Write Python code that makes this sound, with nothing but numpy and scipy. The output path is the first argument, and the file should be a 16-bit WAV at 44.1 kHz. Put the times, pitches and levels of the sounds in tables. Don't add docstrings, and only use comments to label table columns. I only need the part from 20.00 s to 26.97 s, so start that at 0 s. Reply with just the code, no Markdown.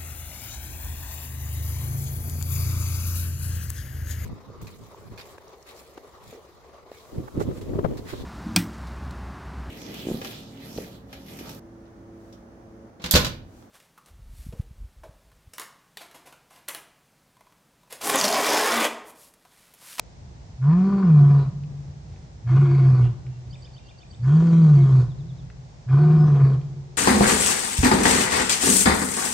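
import sys
import numpy as np
from scipy import signal
from scipy.fft import rfft, irfft, next_fast_len
from scipy.io import wavfile
from scipy.ndimage import uniform_filter1d

SR = 44100
rng = np.random.default_rng(int(sys.argv[2]) if len(sys.argv) > 2 else 0)


def master_out(mix):
    frames = np.transpose(np.atleast_2d(mix))
    ceiling = np.clip(frames, -1, 1)
    pcm = np.round(ceiling * 32767).astype(np.int16)
    wavfile.write(sys.argv[1], SR, pcm)


N = 307377
TIME = np.arange(N) / SR


# start and end in seconds, base levels in dB of the throat, mouth, lips,
# hiss and sizzle, fade as the jaws close in dB per second (below zero it grows).
ROARS = [ (0.61, 1.5, -41, -41.5, -51.5, -61, -74.5, -2.5),
         (2.462, 3.13, -37.5, -43, -49.5, -56, -66.5, 5.5),
         (4.226, 5.1, -38, -44.5, -51.5, -56.5, -62.5, 2.5), (5.878, 6.6, -35, -40, -49, -57, -70.5, 4.5), ]
ROUGHNESS = [(.32, .6, .7), (.76, .7, .78), (.72, .52, .8), (.78, .74, .8)]
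def lion():
    starts, ends, throat_db, mouth_db, lips_db, hiss_db, sizzle_db, _ = np.transpose(ROARS)
    moments = np.ravel([starts, (starts + ends) / 2, ends], order="F")
    rough = np.interp(TIME, moments, np.ravel(ROUGHNESS))
    hz, deep_gain, phase, flap = vocal_folds(rough)
    pulses, gusts, air = airflow(phase, flap, rough)
    clear, rasp = (1 - rough) * pulses * gusts, rough * air
    buzz = 0.25 * clear
    voice = deep_gain * deep_tone(phase, flap, rough)
    second, octave = second_tone(hz)
    voice += second + octave
    voice += throat(clear + 0.99 * rasp, throat_db, hz, second)
    voice += mouth(clear + 0.98 * rasp, mouth_db, hz, octave)
    voice += lips(buzz + rasp, lips_db, hz)
    voice += teeth(buzz, air, hiss_db, sizzle_db, hz)
    return voice + vowel(pulses) + rasps(air) + grunts(air, ends) + voice_cracks()


# time in seconds, pitch in Hz, deep tone's level in dB.
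FOLD_CURVES = [
    [(0.58, 123, -38), (0.628, 128.7, -20.5), (0.688, 151.6, -12), (0.74, 171.5, -15.5), (0.81, 187.6, -16),
     (0.918, 199.3, -20), (1.028, 192.2, -17.5), (1.104, 158.6, -12), (1.204, 142.8, -9.5),
     (1.402, 139.7, -15), (1.51, 128.1, -29.5)],
    [(2.43, 111.0, -43.5), (2.47, 118.4, -22), (2.518, 127.4, -14.5), (2.598, 138.3, -11.5),
     (2.674, 137.4, -15.5), (2.79, 135.5, -13.5), (2.936, 128.7, -12), (2.968, 127.2, -18),
     (3.03, 124.4, -12), (3.15, 116.7, -31.5)],
    [(4.19, 115.6, -44), (4.23, 123, -23), (4.276, 132.6, -15.5), (4.358, 158.8, -12), (4.448, 168, -16.5),
     (4.598, 164.3, -12.5), (4.766, 141.1, -10.5), (4.922, 132, -14), (4.99, 127.8, -11.5),
     (5.086, 117.8, -31.5), (5.1, 116.3, -28)],
    [(5.86, 120.9, -37), (5.91, 128.8, -18), (5.946, 135.4, -12.5), (6.02, 151.1, -14.5),
     (6.15, 154.7, -12.5), (6.268, 149.7, -13.5), (6.396, 137.1, -15), (6.444, 136.4, -12),
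     (6.518, 135.8, -15.5), (6.56, 131.8, -21), (6.62, 124.8, -35)],
]
def vocal_folds(rough, jitter=0.016, flutter_hz=60, slip_db=4, slip_s=0.0081):
    times, pitches, levels = np.vstack(FOLD_CURVES).T
    hz = np.interp(TIME, times, pitches)
    dips_db = slip_db * sum(np.exp(-((TIME - s) / slip_s) ** 2) for s, _ in VOICE_CRACKS)
    sounding = sum(envelope(curve[0][0], curve[-1][0], 0.0084, 0.017) for curve in FOLD_CURVES)
    deep_gain = sounding * undb(np.interp(TIME, times, levels) - dips_db)
    phase = phase_of(hz * (1 + jitter * rough * walk(83)))
    flap = phase_of(flutter_hz * (1 + 0.0988 * walk(25)))
    return hz, deep_gain, phase, flap


def airflow(phase, flap, rough, flutter_depth=0.75, gust_db=2.5):
    pulses = unit(sum(np.cos(k * phase) for k in range(2, 26)))
    pulses *= 1 + flutter_depth * rough * np.cos(flap)
    gusts = undb(gust_db * rough * walk(40))
    puffs = rng.standard_normal(N) * (1 + 0.24 * np.cos(phase)) * (1 + 0.12 * np.cos(flap))
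    return pulses, gusts, gusts * unit(puffs)


# frequency in Hz, relative level in dB.
RUMBLE = [(25, -30), (42, -13.5), (58, 2.5), (80, -3), (120, -3), (210, -3.5), (280, -4.5), (500, -44)]
def deep_tone(phase, flap, rough, side_tones_db=-28, rumble_db=-32):
    rumble = unit(colour(rng.standard_normal(N), RUMBLE))
    tone = np.sqrt(2) * np.sin(phase) * undb(1.3 * rough * walk(42))
    side_tones = np.sin(phase + flap) + .5 * np.sin(flap) + 0.29 * np.sin(2 * phase)
    growl = undb(side_tones_db) * side_tones + undb(rumble_db) * rumble
    return tone + 2 * rough * growl


# start and end in seconds, base levels in dB of it and its octave.
SECOND_TONES = [(1.16, 1.321, -40.5, -42.5), (2.503, 2.568, -36.5, -45), (2.609, 2.766, -31, -46),
                (2.796, 2.892, -35.5, -39.5), (4.26, 4.45, -41, -54), (4.76, 4.847, -34, -45.5),
                (5.985, 6.263, -31, -39), (6.274, 6.517, -46, -39)]
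EASY_HZ = 141.9
def second_tone(fold_hz, relaxed_hz=353, follow=.45, waver=.019):
    phase = phase_of(relaxed_hz * (fold_hz / EASY_HZ) ** follow * (1 + waver * walk(45)))
    gains = sum(undb([[db - 1], [octave_db - 5.5]]) * envelope(start, end, 0.014, 0.023)
                for start, end, db, octave_db in SECOND_TONES)
    flicker = undb(1.4 * np.array([walk(25), walk(5.8)]))
    return np.sqrt(2) * gains * flicker * np.sin([phase, 2 * phase])


def effort(levels_db, response, hz, push_after_s=.125, push_width_s=.055):
    attack_s, release_s, db_per_hz, sag_db_per_s, push_db = response
    gain = 0
    for (start, end, *_, fade_db_per_s), db in zip(ROARS, levels_db):
        push = push_db / (1 + ((TIME - start - push_after_s) / push_width_s) ** 2)
        drift = (sag_db_per_s + fade_db_per_s) * (TIME - (start + end) / 2)
        gain += envelope(start, end, attack_s, release_s) * undb(db + push - drift)
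    return gain * undb(db_per_hz * (hz - EASY_HZ))


# frequency in Hz, width in Hz, relative level in dB.
THROAT_RINGS = [(358.6, 79.4, 10.5), (407, 41, -11)]
THROAT_RESPONSE = (.1, .08, .1, 0.66, -1.5)
def throat(breath, levels_db, hz, second):
    gain = effort(levels_db - 0.5, THROAT_RESPONSE, hz)
    return remaining(gain, second) * steady(resonate(breath, THROAT_RINGS))


# frequency in Hz, width in Hz, relative level in dB.
MOUTH_RINGS = [(720, 35, 6), (1051, 77, 6), (1151, 84, 2.9)]
MOUTH_RESPONSE = (.045, .14, .0, -3, 2)
def mouth(breath, levels_db, hz, octave):
    gain = effort(levels_db - 1, MOUTH_RESPONSE, hz)
    return remaining(gain, octave) * steady(resonate(breath, MOUTH_RINGS))


# frequency in Hz, width in Hz, relative level in dB.
LIP_RINGS = [(1462, 55, 5), (1640, 100, -3), (2137, 110, -8), (2412, 35, -6)]
LIP_RESPONSE = (.02, .12, -.015, 1.5, 2.5)
def lips(breath, levels_db, hz):
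    return effort(levels_db - 1, LIP_RESPONSE, hz) * shifting(breath, LIP_RINGS)


# frequency in Hz, width in Hz, relative level in dB.
TEETH_RINGS = [(2840, 92, 3), (3210, 160, 5), (3920, 69, 3), (4510, 320, 2.5), (5100, 100, 2),
               (6000, 360, -9.5)]
SIZZLE_RINGS = [(6270, 1400, 0)]
HISS_RESPONSE = (.04, .07, 0.043, -2, -0.047)
def teeth(buzz, air, hiss_db, sizzle_db, hz):
    hiss = effort(hiss_db - 2, HISS_RESPONSE, hz) * shifting(buzz + air, TEETH_RINGS)
    sizzle = effort(sizzle_db, HISS_RESPONSE, hz) * steady(resonate(air, SIZZLE_RINGS))
    return hiss + sizzle


# start and end in seconds, frequency in Hz, width in Hz, level in dB.
OPENING_VOWEL = (.63, 0.77, 1000.5, 70, -41)
def vowel(pulses):
    start, end, hz, width, db = OPENING_VOWEL
    return undb(db) * envelope(start, end, .08, .03) * steady(resonate(pulses, [(hz, width, 0)]))


# start and end in seconds, frequency in Hz, level in dB.
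AIR_RASPS = [(1.358, 1.463, 4130, -58.5), (2.53, 2.9, 1950, -52.5), (3.01, 3.095, 2830, -57)]
def rasps(air, width_hz=350):
    return sum(undb(db) * envelope(start, end, .03, .03) * unit(resonate(air, [(hz, width_hz, 0)]))
               for start, end, hz, db in AIR_RASPS)


def grunts(air, ends, lead_s=.16, hz=68, db=-38):
    gain = sum(envelope(end - lead_s, end + .02, .1, .04) for end in ends)
    return undb(db) * gain * steady(resonate(air, [(hz, 35, 0)]))


# start in seconds, peak level in dB before the boost.
VOICE_CRACKS = [(0.896, -39), (0.922, -32), (0.979, -35), (0.995, -36.5), (1.025, -30), (2.493, -37),
                (2.577, -34), (6.274, -38), (6.4, -35)]
def voice_cracks(decay_s=.006, boost_db=3, lips_db=-6):
    out, t = np.zeros(N), np.arange(SR // 16) / SR
    for start, db in VOICE_CRACKS:
        puff = rng.standard_normal(len(t)) * np.exp(-t / decay_s)
        burst = resonate(puff, MOUTH_RINGS[1:]) + undb(lips_db) * resonate(puff, LIP_RINGS)
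        add(out, start, undb(db + boost_db) * burst / np.abs(burst).max())
    return out


# seconds into the note, pitch in Hz, relative level in dB.
HOOK_NOTE = [(0, 4080, -19.5), (.010, 4750, -7.5), (.019, 4550, -5), (.024, 4370, -17.5)]
RISING_NOTE = [(0, 2840, -7.5), (.005, 3180, -7), (.012, 3010, -0.5), (.017, 3520, -4), (.024, 3615, 1.5),
               (.028, 3531, -22), (.031, 2530, -1.5), (.039, 2290, -3.5)]
FLICK_NOTE = [(0, 4650, -17), (.008, 5000, 1), (.02, 5450, -16)]
FALLING_NOTE = [(0, 4110, -3.5), (.01, 3870, -3.5), (.028, 3480, 1.5), (.043, 3150, -13.5)]
# start in seconds, length in seconds, pitch in Hz, level in dB.
FAR_WHISTLES = [(3.29, .13, 2730, -65), (3.55, .09, 7850, -66), (3.74, .26, 2770, -63),
                (4.06, .15, 7850, -66)]
def birds(start_s=3.498, answer_s=.026):
    pace = dict(gap_s=.1165, slowing_s=.0018)
    out = repeat_note(HOOK_NOTE, start_s, count=11, db=-48, fade_db_per_s=1.5, **pace)
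    out += repeat_note(RISING_NOTE, start_s + answer_s, count=6, db=-51, fade_db_per_s=10, **pace)
    out += repeat_note(FLICK_NOTE, start_s + answer_s, count=2, db=-49, fade_db_per_s=1.5, **pace)
    out += repeat_note(FALLING_NOTE, start_s=4.806, count=7, db=-59.5, gap_s=.0947)
    for start, length, hz, db in FAR_WHISTLES:
        add(out, start, undb(db) * bird_note([(0, hz, -12), (length / 2, hz, 0), (length, hz, -12)]))
    return out


def repeat_note(contour, start_s, count, db, gap_s, slowing_s=0, fade_db_per_s=0):
    out = np.zeros(N)
    for k in range(count):
        elapsed = k * gap_s + slowing_s * k * (k - 1) / 2
        add(out, start_s + elapsed, undb(db - fade_db_per_s * elapsed) * bird_note(contour))
    return out


def bird_note(contour, warble_db=3):
    times, hz, db = np.transpose(contour)
    t = np.arange(0, times[-1], 1 / SR)
    warble = signal.resample(rng.standard_normal(len(t) // 150), len(t))
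    pitch = np.interp(t, times, hz) * (1 + 0.0032 * warble)
    gain = undb(np.interp(t, times, db) + warble_db * warble) * signal.windows.tukey(len(t), .1)
    return gain * np.sin(phase_of(pitch))


# start in seconds, base level in dB, frequency in Hz.
DRY_TICKS = [(1.6351, -51.5, 2450), (2.1588, -54.5, 2125), (3.2645, -49, 2100), (5.5002, -42.5, 1502),
             (6.6134, -50.5, 2240)]
def ticks(decay_s=0.0043, width_hz=750):
    out, t = np.zeros(N), np.arange(SR // 20) / SR
    for start, db, hz in DRY_TICKS:
        crack = resonate(rng.standard_normal(len(t)) * np.exp(-t / decay_s), [(hz, width_hz, 0)])
        add(out, start, np.sqrt(2) * undb(db) * crack / np.abs(crack).max())
    return out


def echoes(x, near_db=-6, near_decay_s=0.57, far_db=-22, far_decay_s=1.92, far_rise_s=0.23):
    t = np.arange(2 * SR) / SR
    near = rng.standard_normal((2, len(t))) + .5 * rng.standard_normal(len(t))
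    near = unit(near * undb(-60 * t / near_decay_s) * (t > .002)) / np.sqrt(len(t))
    near = colour(near, [(170, -17), (330, -5), (550, 0), (9000, 0)])
    far = rng.standard_normal(len(t)) + 0.26 * rng.standard_normal((2, len(t)))
    far = unit(far * undb(-60 * t / far_decay_s) * np.minimum(t / far_rise_s, 1)) / np.sqrt(len(t))
    far = colour(far, [(150, 5), (400, 4.5), (1200, -1), (5000, -26)])
    left, right = x + signal.fftconvolve(x[None], undb(near_db) * near + undb(far_db) * far, axes=1)[:, :N]
    return np.array([lean(left, db=1.5), lean(right, db=-1.5)])


def lean(x, db):
    return colour(x, [(300, 0), (800, db), (2400, db), (3600, -db), (7000, -db), (10000, -5)])


# frequency in Hz, relative level in dB.
HUSH_SPECTRUM = [(25, -26.5), (52, -0.5), (140, -3.5), (175, -11.5), (290, -21.5), (500, -24), (780, -25.5),
                 (1250, -36.5), (2000, -36.5), (2800, -40.5), (5600, -38), (7200, -41.5), (9600, -59),
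                 (13000, -84)]
def hush(db=-43.5, sway_db=2.5):
    noise = rng.standard_normal(N)
    bass = shape(noise, lambda f: 1 / (1 + (f / 300) ** 4))
    centre = bass * undb(sway_db * walk(5.3)) + (noise - bass) * undb(.5 * walk(4.8))
    side = colour(rng.standard_normal(N), [(100, -12), (300, -7), (800, 2), (6000, -0.5)])
    return undb(db) * unit(colour(np.array([centre + side, centre - side]), HUSH_SPECTRUM))


def shifting(x, rings, swell_db=3.5):
    ringing = sum(resonate(x, [ring]) * undb(swell_db * walk(7.6)) for ring in rings)
    return steady(colour(ringing, [(6800, 2.5), (9000, -13)]))


def remaining(gain, tone):
    share = uniform_filter1d(tone ** 2, SR // 20) / (gain ** 2 + 1e-18)
    return gain * np.sqrt(np.clip(1 - share, .25, 1))


def resonate(x, rings):
    return shape(x, lambda f: sum(undb(db) / (1 + 1j * (f / hz - hz / f) * hz / (2 * width)) ** 2
                                  for hz, width, db in rings))


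def colour(x, points):
    hz, db = np.transpose(points)
    return shape(x, lambda f: undb(np.interp(np.log(f), np.log(hz), db)))


def shape(x, response):
    size = next_fast_len(x.shape[-1] + 4096)
    hz = np.fft.rfftfreq(size, 1 / SR) + 1e-3
    return irfft(rfft(x, size) * response(hz), size)[..., :x.shape[-1]]


def walk(rate):
    return unit(shape(rng.standard_normal(N), lambda f: np.exp(-(f / rate) ** 2)))


def steady(x):
    return x / np.sqrt(uniform_filter1d(x ** 2, SR // 12) + 1e-12)


def envelope(start, end, attack_s, release_s):
    return np.clip(np.minimum((TIME - start) / attack_s, (end - TIME) / release_s), 0, 1)


def phase_of(hz):
    return 2 * np.pi * np.cumsum(hz) / SR


def undb(db):
    return 10 ** (np.asarray(db) / 20)


def unit(x):
    return x / np.sqrt(np.mean(x ** 2) + 1e-18)


def add(track, start, sound):
    i = int(start * SR)
    track[i:i + len(sound)] += sound[:N - i]


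def scene():
    return echoes(lion() + birds() + ticks()) + hush()


def record(dry, top_hz=9900):
    return signal.sosfilt(signal.ellip(6, .2, 30, top_hz, fs=SR, output="sos"), dry)


dry = scene()
out = record(dry)
master_out(out)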